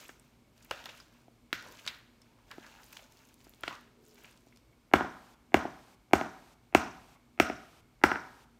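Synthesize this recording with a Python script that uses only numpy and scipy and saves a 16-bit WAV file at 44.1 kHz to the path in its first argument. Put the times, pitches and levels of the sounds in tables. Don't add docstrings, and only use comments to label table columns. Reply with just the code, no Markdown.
import sys
import numpy as np
from scipy import signal
from scipy.fft import rfft, irfft
from scipy.io import wavfile
from scipy.ndimage import uniform_filter1d

SR = 44100
rng = np.random.default_rng(int(sys.argv[2]) if len(sys.argv) > 2 else 0)


def nominal_scale(level):
    x = np.asarray(level, float) / 20
    return 10 ** x


def bounce(signal):
    frames = np.transpose(np.atleast_2d(signal))
    limited = np.clip(frames, -1, 1)
    pcm = np.round(limited * 32767).astype(np.int16)
    wavfile.write(sys.argv[1], SR, pcm)


N = 379127


def rms_one(x):
    return x / np.sqrt(np.mean(x ** 2) + 1e-20)


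def at_hz(points, hz):
    point_hz, value = np.array(points)[:, 0], np.array(points)[:, 1]
    return np.interp(np.log(hz), np.log(point_hz), value)


def bins_hz(count):
    return np.maximum(np.fft.rfftfreq(count, 1 / SR), 1)


def filtered(x, order, hz, kind):
    return signal.sosfilt(signal.butter(order, hz, kind, fs=SR, output="sos"), x)


def coloured(x, spectrum):
    (low_hz, low_db), (high_hz, high_db) = spectrum[0], spectrum[-1]
    closed = [(low_hz / 2, low_db - 25)] + list(spectrum) + [(high_hz * 2, high_db - 25)]
    return rms_one(irfft(rfft(x) * nominal_scale(at_hz(closed, bins_hz(len(x)))), len(x)))


def resonance(x, hz, width_hz):
    r = np.exp(-np.pi * width_hz / SR)
    w = 2 * np.pi * hz / SR
    return signal.lfilter([0, np.sin(w)], [1, -2 * r * np.cos(w), r * r], x + 1e-18)


def add(out, piece, s):
    i = round(s * SR)
    out[i:i + len(piece)] += piece[:N - i]


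# (time [s], strength [dB], fullness [dB], ring [dB], edge [dB])
KNOCKS = [(4.936, 2, -10.5, -12.5, -31.5), (4.96, -18, -14, -17.5, -22), (5.007, -13.5, -9, -16.5, -43.5),
          (5.045, -26.5, -2.5, -27.5, -32.5), (5.542, 1, -10.5, -13.5, -31.5),
          (5.652, -21.5, -4, -36.5, -47.5), (6.133, 0, -7.5, -14.5, -27.5), (6.211, -16, -7, -14.5, -29),
          (6.748, 0.5, -8.5, -15, -24.5), (7.399, -1.5, -8, -10.5, -23), (7.498, -16.5, -7, -14.5, -35.5),
          (8.037, -1.5, -5.5, -7.5, -23.5), (8.115, -12.5, -8, -7.5, -31), (8.156, -24, -10.5, -3.5, -32)]
# (time [s], strength [dB], fullness [dB],
# ring [dB], edge [dB])
MORE_REBOUNDS = [
    (4.955, -15.5, -13, -16.5, -25.5),
    (5.57, -24, -5.5, -14, -21.5),
    (6.154, -20, -5.5, -23, -16.5),
    (6.26, -27, -10.5, -27, -38.5),
]
RIM_HZ = [730, 1400, 6000]
# (frequency [Hz], level [dB])
RIM_BASS = (130, -12.5)


def rim_knocks():
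    return struck_bowl(KNOCKS + MORE_REBOUNDS, RIM_HZ, [RIM_BASS], travel=0.03, damping=0.87,
                       crack_db=-2, room_db=16.0)


# (time [s], strength [dB], thump [dB], fullness [dB], edge [dB])
TAPS = [(0.092, -37.5, -5.5, -9, -8), (0.711, -15, -30, -14.5, -29), (1.281, -65.5, 18, 18.5, -6),
        (1.528, -8.5, -23, -30, -26), (1.876, -17, -62, -33, -20), (2.581, -40.5, 5, -0.5, -19),
        (2.967, -35, -33, -28, -18), (3.467, -45.5, 0, -5, -35), (3.636, -17.5, -22, -17, -48),
        (3.678, -15.5, -17, -16, -46), (3.727, -42, -11, -16, -7), (4.468, -68.5, 17, 16, 5.5)]
TAP_HZ = [320, 730, 1900, 4800]


def chopping_taps():
    ring_db = -10.5
    blows = [(s, strength, thump, fullness, ring_db, edge) for s, strength, thump, fullness, edge in TAPS]
    return struck_bowl(blows, TAP_HZ, [], travel=0.017, damping=1.25, crack_db=2, room_db=12.5)


# (frequency [Hz], width [Hz], level [dB])
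BOWL_MODES = [(77.5, 24, -15), (132, 57, -25.5), (185, 61, -18.5), (294.8, 120, 5.5), (340.8, 86, -2),
              (688, 96, -7), (763, 188, 6), (1110, 140, -7.5), (1330, 110, -2.5), (1636, 190, 3.5),
              (2164, 300, 8.5), (2799, 230, 1.5), (3433, 280, -3.5), (4530, 420, -3), (5620, 220, -7.5),
              (6560, 170, -8), (7900, 1100, -8.5), (8800, 1800, -13), (11800, 1200, -6),
              (14100, 1500, -9.5)]
# (frequency [Hz], level [dB])
AROUND = [(50, -26.5), (80, -1.5), (150, 10), (300, 27.5), (530, 8.5), (750, 17.5), (1100, 12), (1400, 18),
          (2200, 13), (3300, 7.5), (4500, 7), (5800, 13), (9000, 6), (15000, 3.5)]


def struck_bowl(blows, part_hz, base, travel, damping, crack_db, room_db):
    near, spread, t = np.zeros(N), np.zeros(N), np.arange(4096) / SR
    hz, width_hz, mode_db = np.transpose(BOWL_MODES)[:, :, None]
    chance = rng.standard_normal((len(blows), 2, len(BOWL_MODES)))
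    grit = filtered(rng.standard_normal((len(blows), len(t))), 1, [4000, 14000], "band")
    since = np.maximum(t - travel / np.sqrt(hz), 0)
    swell = (1 - np.exp(-since * hz * 0.59)) * np.exp(-np.pi * damping * width_hz * since)
    grit_swell = np.maximum(t - 0.0006, 0) / 0.0011
    bins = bins_hz(len(t))
    for (s, peak_db, *parts_db), (strength, detune), noise in zip(blows, chance, grit):
        colour = base + list(zip(part_hz, parts_db))
        gain = nominal_scale(8 + peak_db + at_hz(colour, hz) + spot_db(s, hz) + mode_db + strength[:, None])
        pitch = bent_hz(s, hz) * (1 + 0.01 * detune[:, None])
        rings = gain * swell * np.sin(2 * np.pi * pitch * since)
        crack = nominal_scale(2.0 * peak_db + parts_db[-1] + crack_db) * noise * grit_swell * np.exp(1 - grit_swell)
        add(near, rings.sum(axis=0) + crack, s - 0.0004)
        click_db = peak_db + room_db + at_hz(colour, bins) + 0.54 * spot_db(s, bins) + at_hz(AROUND, bins)
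        add(spread, np.roll(irfft(nominal_scale(click_db)), 200), s - 200 / SR)
    return filtered(near, 3, 66, "high"), spread


SPOT_LASTS_S = 0.33
# (from time [s], mode [Hz], level [dB])
SPOTS = [(.7, 670, 5), (.7, 1650, -1.5), (1.5, 1420, 6), (1.5, 2200, -2), (1.5, 3080, 2), (3.6, 765, 2.5),
         (4.9, 1026, 8), (4.9, 1630, 0.5), (5.5, 1610, -3.5), (5.5, 1330, -9), (6.1, 1050, 2.5),
         (6.1, 1660, -0.5), (6.7, 1750, -2.5), (6.7, 2600, 11.5), (6.7, 1050, 6.5), (7.35, 835, -13),
         (7.35, 1000, -13), (7.35, 1670, -6.5), (7.35, 2706, 7.5), (8.0, 670, -7), (8.0, 970, 5.5),
         (8.0, 2680, -3.5), (.7, 1110, 7), (.7, 2800, 6.5), (.7, 2150, -4.5), (1.5, 600, -18),
         (7.35, 1110, -2.5), (8.0, 1110, -4), (3.6, 724, -3.5), (.7, 790, -3.5), (1.5, 200, -8),
         (8.1, 2750, 2), (1.5, 1100, -5), (6.1, 527, -10), (1.5, 3500, 4), (3.6, 1420, 5), (3.6, 500, 13),
         (3.67, 1660, -9), (3.67, 720, 0), (3.67, 2900, 12), (1.5, 300, 0.5), (6.7, 540, -12.5),
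         (7.35, 5440, 7), (4.9, 760, -0.5), (4.9, 3350, 5.5), (4.9, 6350, -4), (5.5, 1100, 4),
         (5.5, 3070, 4), (6.1, 1330, 0.5), (6.1, 5480, -2.5), (7.35, 703, 2.5), (7.35, 6520, -5.5),
         (7.35, 4700, -5), (8.0, 303, -3.5), (8.0, 6500, -9), (8.0, 3400, -3.5), (8.0, 5500, 5.5),
         (8.0, 1970, 0)]


def spot_db(s, hz):
    breadth_octaves = 0.18
    return sum(db * np.exp(-(np.log2(hz / mode_hz) / breadth_octaves) ** 2)
               for start, mode_hz, db in SPOTS if 0 <= s - start < SPOT_LASTS_S)


# (from time [s], mode [Hz], bent mode [Hz])
BENDS = [(.7, 763, 635), (.7, 689, 600), (.7, 3433, 3050), (1.5, 1330, 1490), (1.5, 2799, 2560),
         (3.6, 1330, 1423), (3.6, 2799, 2500), (4.9, 1330, 1390), (4.9, 2799, 2900), (5.5, 763, 755),
         (6.1, 1330, 1242), (6.1, 1636, 1540), (6.7, 763, 740), (6.7, 2799, 2570), (6.7, 4530, 4360),
         (7.35, 763, 732), (7.35, 2799, 2550), (7.35, 2164, 2210), (8.0, 763, 831), (8.0, 1330, 1390),
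         (8.0, 2164, 2040)]


def bent_hz(s, hz):
    ratios = [np.ones_like(hz)]
    for start, mode_hz, new_hz in BENDS:
        if 0 <= s - start < SPOT_LASTS_S:
            ratios.append(np.where(np.abs(hz / mode_hz - 1) < 0.04, new_hz / hz, 1))
    return hz * np.prod(ratios, axis=0)


# (time [s], peak level [dB], centre [Hz], length [s])
SCUFFS = [(0.091, -41, 1760, 0.0098), (0.625, -45.5, 6400, 0.004), (0.652, -54, 2510, 0.008),
          (0.713, -22.5, 593, 0.0044), (0.842, -46, 1390, 0.0059), (0.862, -27.5, 1500, 0.0035),
          (0.886, -40, 634, 0.013), (0.891, -35, 3000, 0.0097), (1, -45, 1410, 0.0083),
          (1.664, -38.5, 490, 0.0049), (1.791, -40.5, 2900, 0.0066), (1.856, -47, 3000, 0.0043),
          (1.865, -36, 1390, 0.0068), (1.876, -22.5, 3960, 0.0091), (2.388, -50.5, 1050, 0.0076),
          (2.507, -41.5, 1680, 0.0083), (2.517, -35, 1670, 0.0056), (2.521, -37, 1630, 0.005),
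          (2.641, -47, 1700, 0.026), (2.664, -47, 1560, 0.012), (2.785, -52, 1500, 0.05),
          (2.928, -40, 2720, 0.0041), (3.022, -43, 606, 0.0045), (3.62, -66, 1430, 0.0073),
          (3.707, -37, 1120, 0.017), (4.245, -40.5, 2480, 0.0072), (4.525, -55.5, 2200, 0.0064),
          (4.73, -66, 2230, 0.0063), (7.16, -49, 960, 0.0068), (0.951, -47, 2500, .004),
          (0.979, -46, 3000, 0.0044), (2.773, -53, 1500, .006), (2.992, -46, 886, 0.007),
          (2.993, -43.5, 3000, .005), (4.181, -51, 2150, .006), (4.228, -54, 2330, .005),
          (4.282, -53, 1597, .005), (1.57, -43, 1600, 0.007), (3.728, -43, 1400, 0.011),
          (2.533, -43, 350, .006)]


def scuffs():
    out, far, t = np.zeros(N), np.zeros(N), np.arange(3000) / SR
    for (s, peak_db, hz, length), noise in zip(SCUFFS, rng.standard_normal((len(SCUFFS), len(t)))):
        length = max(length, 0.001)
        grit = rms_one(resonance(noise, hz, 0.34 * hz)) + 0.063 * noise
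        grit = filtered(grit, 2, hz / 2, "high")
        envelope = np.minimum(t / 0.00051, 1) * np.exp(-t / length)
        add(out, nominal_scale(peak_db - 6.0) * grit * envelope, s - 0.001)
        click = rms_one(resonance(t == 0, hz, 0.5 * hz))
        add(far, nominal_scale(peak_db - 7.5) * click * np.sqrt(length / 2 / t[-1]), s)
    return np.array([out, far])


# (time [s], peak level [dB], centre [Hz])
SMACKS = [(0.093, -53, 4100), (0.5776, -49, 5800), (0.7098, -20, 3270), (0.84, -35, 3700),
          (0.8565, -28, 3450), (0.8899, -50, 3920), (1.0001, -44, 4950), (1.5279, -17.5, 3930),
          (1.6242, -43, 4110), (1.7225, -42, 6260), (1.7524, -44, 3700), (1.8512, -42, 4170),
          (1.864, -29, 4600), (2.2169, -47.5, 5300), (2.5127, -34, 3750), (2.664, -42, 4930),
          (2.7766, -50, 3800), (2.832, -43, 5120), (2.9296, -39.5, 5830), (2.9692, -33, 3370),
          (3.1215, -46, 6560), (3.2874, -47, 7340), (3.4121, -47.5, 6300), (3.4496, -47, 6950),
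          (3.5359, -45.5, 3900), (3.6341, -24, 3120), (3.679, -24.5, 3650), (3.7514, -44, 5400),
          (4.2535, -45, 6730), (4.5605, -50, 5600), (4.5716, -47, 5000), (4.4843, -55, 5500),
          (4.4755, -55, 6100), (4.3741, -49, 5600), (4.325, -50, 6000), (4.1561, -51, 5000),
          (4.181, -55, 6200), (2.597, -46, 4200), (2.628, -45, 4000), (2.698, -46, 4400),
          (0.8935, -42, 5500), (0.7245, -38, 2800)]
# (time [s], peak level [dB], centre [Hz])
SNAPS = [(0.082, -43, 8800), (0.1965, -44, 9060), (0.647, -43, 12200), (0.7106, -41, 11500),
         (0.8594, -41, 13300), (1.5294, -30, 14600), (1.6242, -46, 9100), (1.722, -43, 12800),
         (1.863, -45, 8800), (1.8736, -35, 9080), (2.217, -50, 9860), (2.513, -47, 10200),
         (2.8414, -44, 12500), (2.927, -38, 12800), (2.97, -47, 9030), (3.341, -44.5, 10200),
         (3.4425, -49, 11000), (3.494, -39, 13400), (3.6083, -41.5, 11300), (3.8102, -48, 11400),
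         (4.0836, -45, 15000), (4.1443, -48, 12600), (4.2358, -45, 14500), (4.558, -56, 9840),
         (4.311, -49, 9000), (4.5716, -57, 9000), (1.685, -48, 7500)]


def wet_films():
    broad = pops(SMACKS, length=0.0011, breadth=0.55)
    fine = pops(SNAPS + flecks(count=110), length=0.00071, breadth=0.27)
    return broad + fine


# (time [s], peak level [dB], pitch [Hz])
PINGS = [
    (0.6044, -58, 2510),
    (1.0001, -44.5, 5000),
    (1.6844, -54, 1510),
    (2.2169, -53, 5300),
    (2.8344, -53, 5050),
    (2.859, -65, 2500),
    (4.5236, -55, 2210),
    (4.7277, -60, 2200),
    (7.1596, -55.5, 2175),
]


def spoon_pings():
    return pops(PINGS, length=0.0022, breadth=0.04)


def pops(events, length, breadth):
    out, far, t = np.zeros(N), np.zeros(N), np.arange(600) / SR
    for (s, peak_db, hz), noise in zip(events, rng.standard_normal((len(events), len(t)))):
        pop = resonance(noise * t * np.exp(-t / length), hz, breadth * hz)
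        pop = pop / np.abs(pop).max()
        add(out, nominal_scale(peak_db - 2.0) * pop, s)
        click = rms_one(resonance(t == 0, hz, 0.5 * hz))
        add(far, nominal_scale(peak_db - 2.5) * click * np.std(pop), s)
    return np.array([out, far])


STIR_END_S = 4.8


def flecks(count):
    over_wet_db, spread_db = 18, 4
    when, size, pitch = rng.random((count, 3)).T
    s = when * STIR_END_S
    wet_db = passes_db(column=3)[(s * SR).astype(int)]
    return list(zip(s, wet_db + over_wet_db + spread_db * (2 * size - 1), 3500 * 4 ** pitch))


# (frequency [Hz], level [dB per Hz])
RUB = [(250, 4.5), (380, -0.5), (500, -0.5), (750, -3)]
# (frequency [Hz], level [dB per Hz])
DRAG = [(600, -2), (800, -18), (900, -0.5), (1050, -6.5), (1400, -1.5), (1620, 1), (1900, -4), (2600, 3),
        (4000, -3.5), (7000, -7)]
# (frequency [Hz], level [dB per Hz])
WET = [(3000, -6), (5000, -1.5), (7000, 2), (9000, -7.5), (10500, 0.5), (12500, -2.5), (15500, -1)]


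def stirring():
    rub_idle_db, rub_under_drag_db = -76.5, -14
    drag, wet = nominal_scale(passes_db(column=2)), nominal_scale(passes_db(column=3))
    rub = nominal_scale(rub_idle_db) * (np.arange(N) / SR < STIR_END_S) + nominal_scale(rub_under_drag_db) * drag
    grit = grainy(900, spread_db=3.5, smooth=1.1, low_hz=700, high_hz=6000, cycles=3.5)
    crackle = grainy(900, spread_db=3.5, smooth=1.0, low_hz=3936, high_hz=14300, cycles=5.0)
    rubbing = rub * coloured(rng.standard_normal(N), RUB)
    return rubbing + drag * coloured(grit, DRAG) + wet * coloured(crackle, WET)


def grainy(per_s, spread_db, smooth, low_hz, high_hz, cycles):
    sizes = nominal_scale(spread_db * np.minimum(rng.exponential(1, N), 4)) * rng.choice([-1, 1], N)
    clumps = rms_one(resonance(rng.standard_normal(N), 11.0, 25))
    born = sizes * (rng.random(N) < per_s * nominal_scale(5 * clumps) / SR)
    dealt = rng.integers(0, 12, N)
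    pitches = np.geomspace(low_hz, high_hz, 12)
    grains = sum(resonance(born * (dealt == k), hz, hz / cycles) for k, hz in enumerate(pitches))
    return rms_one(grains) + smooth * rng.standard_normal(N)


# (start time [s], hold [s], drag level [dB], wet crackle level [dB])
PASSES = [(0.0, 0.012, -52.5, -58.5), (0.2, 0.11, -73.5, -80), (0.576, 0.13, -70, -73.5),
          (0.728, .07, -55.5, -65), (0.84, .13, -58.5, -65), (1.124, 0.078, -71.5, -78),
          (1.59, 0.073, -60, -66), (1.67, 0.24, -60, -64), (2.056, 0.55, -74.5, -89),
          (2.5, 0.092, -63.5, -69.5), (2.64, 0.13, -60, -69), (2.816, 0.19, -62.5, -64.5),
          (3.104, 0.18, -68.5, -70), (3.397, 0.14, -73, -70.5), (3.664, 0.011, -49.5, -62.5),
          (4.052, 0.13, -72.5, -71.5), (4.187, 0.11, -63, -69), (4.36, 0.15, -78, -78)]


def passes_db(column):
    dig_in_db_per_s, let_go_db_per_s = 311, 114.5
    t = np.arange(0, N, 64) / SR
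    shapes = []
    for row in PASSES:
        start, hold = row[:2]
        before, after = np.maximum(start - t, 0), np.maximum(t - start - hold, 0)
        shapes.append(row[column] - dig_in_db_per_s * before - let_go_db_per_s * after)
    return np.interp(np.arange(N) / SR, t, np.max(shapes, axis=0))


# (start time [s], end time [s], pitch [Hz], width [Hz], level [dB])
STROKES = [
    (2.50, 2.70, 1600, 110, -63.5),
    (2.7, 2.87, 830, 51, -69),
    (1.63, 1.75, 980, 160, -59),
    (3.64, 3.8, 1130, 170, -55),
    (2.2, 3.4, 900, 84, -73),
    (1.62, 1.75, 550, 270, -60),
    (3.78, 4.28, 420, 45, -66.5),
]


def strokes():
    t = np.arange(N) / SR
    white = rng.standard_normal(N)
    out = np.zeros(N)
    for start, end, hz, width_hz, db in STROKES:
        swell = np.sin(np.pi * np.clip((t - start) / (end - start), 0, 1)) ** 0.5
        out += nominal_scale(db) * swell * rms_one(resonance(white, hz, width_hz))
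    return out


# (frequency [Hz], time [s])
ECHO_FALL_TIME = [(80, 0.41), (300, 0.41), (800, 0.52), (2000, 0.47), (5000, 0.44), (12000, 0.2)]
# (frequency [Hz], level [dB])
ECHO_COLOUR = [(80, 8), (300, -6), (800, -1), (2000, -2), (5000, 0), (12000, -3.5)]
# (delay [s], level [dB])
WALLS = [
    (.0195, -33),
    (.027, -31),
]


def kitchen(x, tail_db):
    far_rooms_db, far_rooms_stretch = -13.5, 2.09
    t = np.arange(int(0.7 * SR)) / SR
    edges = 50 * 2 ** np.arange(0, 8.6, 0.5)
    white = rng.standard_normal((2, len(t)))
    tail = np.zeros(len(t))
    for k, (low, high) in enumerate(zip(edges, edges[1:])):
        hz = np.sqrt(low * high)
        band = filtered(white[k % 2], 2, [low, high], "band")
        lumps_db = 2 * rms_one(resonance(rng.standard_normal(len(t)), 35, 60))
        fall_db = 70 * t / at_hz(ECHO_FALL_TIME, hz)
        dying = nominal_scale(-fall_db) + nominal_scale(far_rooms_db - fall_db / far_rooms_stretch)
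        tail += nominal_scale(lumps_db + at_hz(ECHO_COLOUR, hz)) * dying * band
    tail *= nominal_scale(tail_db) * np.clip((t - 0.003) / 0.0018, 0, 1)
    for delay, wall_db in WALLS:
        tail[round(delay * SR)] += nominal_scale(wall_db)
    return signal.fftconvolve(x, tail)[:N]


# (pitch [Hz], width [Hz], level [dB])
FRIDGE = [
    (47, 19, -81),
    (117, 9.2, -72),
    (239, 9.1, -70),
    (2220, 86, -82),
    (3470, 230, -91.5),
    (4360, 120, -92.5),
]


def fridge():
    return sum(nominal_scale(db) * rms_one(resonance(rng.standard_normal(N), hz, width_hz)) for hz, width_hz, db in FRIDGE)


# (frequency [Hz], level [dB per Hz])
QUIET = [(15, -34), (25, -5), (53, -1), (85, -13.5), (124, -8), (163, -10), (238, -11.5), (330, -11),
         (496, -18), (878, -22), (1010, -20), (1930, -29), (2460, -27), (14400, -37.5), (16500, -50)]
# (frequency [Hz], level [dB])
HISS_LIFT = [(200, 2), (600, 5.5), (2000, 8.5), (5000, 9.5), (15000, 7.5)]


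def room_hiss():
    quiet_db, hold_s, hard_db = -65.5, 0.408, -7
    tone = nominal_scale(quiet_db) * coloured(rng.standard_normal(N), QUIET)
    lifted = irfft(rfft(tone) * nominal_scale(at_hz(HISS_LIFT, bins_hz(N))), N)
    opened = np.zeros(N)
    for s, peak_db, *_ in KNOCKS:
        opened[round(s * SR):round((s + hold_s) * SR)] += peak_db > hard_db
    opened = uniform_filter1d(np.minimum(opened, 1), size=500)
    return tone + opened * (lifted - tone)


def scene():
    knocks, knocks_far = rim_knocks()
    taps, taps_far = chopping_taps()
    scrapes, scrapes_far = scuffs()
    films, films_far = wet_films()
    pings, pings_far = spoon_pings()
    taps_edge = np.diff(taps_far, prepend=0)
    into_room = knocks_far + taps_far + nominal_scale(-5.0) * taps_edge
    into_room += nominal_scale(-3.5) * scrapes_far + nominal_scale(-2.0) * (films_far + pings_far)
    spoon = knocks + taps + scrapes + films + pings + stirring() + strokes()
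    return (spoon + kitchen(into_room, tail_db=-37.0) + fridge() + room_hiss())[None]


def low_pass(x):
    return signal.sosfilt(signal.butter(12, 16860, fs=SR, output="sos"), x)


# (lead time [s], level [dB])
SMEAR = [
    (.0232, -41),
    (.0116, -42),
]


def record(dry):
    notch_hz, rumble_cut_hz, top_hz = 10500, 39, 16900
    heard = dry - 0.44 * signal.lfilter(*signal.iirpeak(notch_hz, 8.0, fs=SR), dry)
    heard = filtered(heard, 4, rumble_cut_hz, "high")
    dull = filtered(heard, 2, 3000, "low")
    ahead = sum(nominal_scale(db) * np.roll(dull, -round(lead * SR), axis=1) for lead, db in SMEAR)
    rounded = 0.78 * np.tanh((heard + ahead) / 0.88)
    mix = signal.sosfilt(signal.cheby2(12, 70, top_hz, fs=SR, output="sos"), rounded)
    return low_pass(mix)


dry = scene()
out = record(dry)
bounce(out)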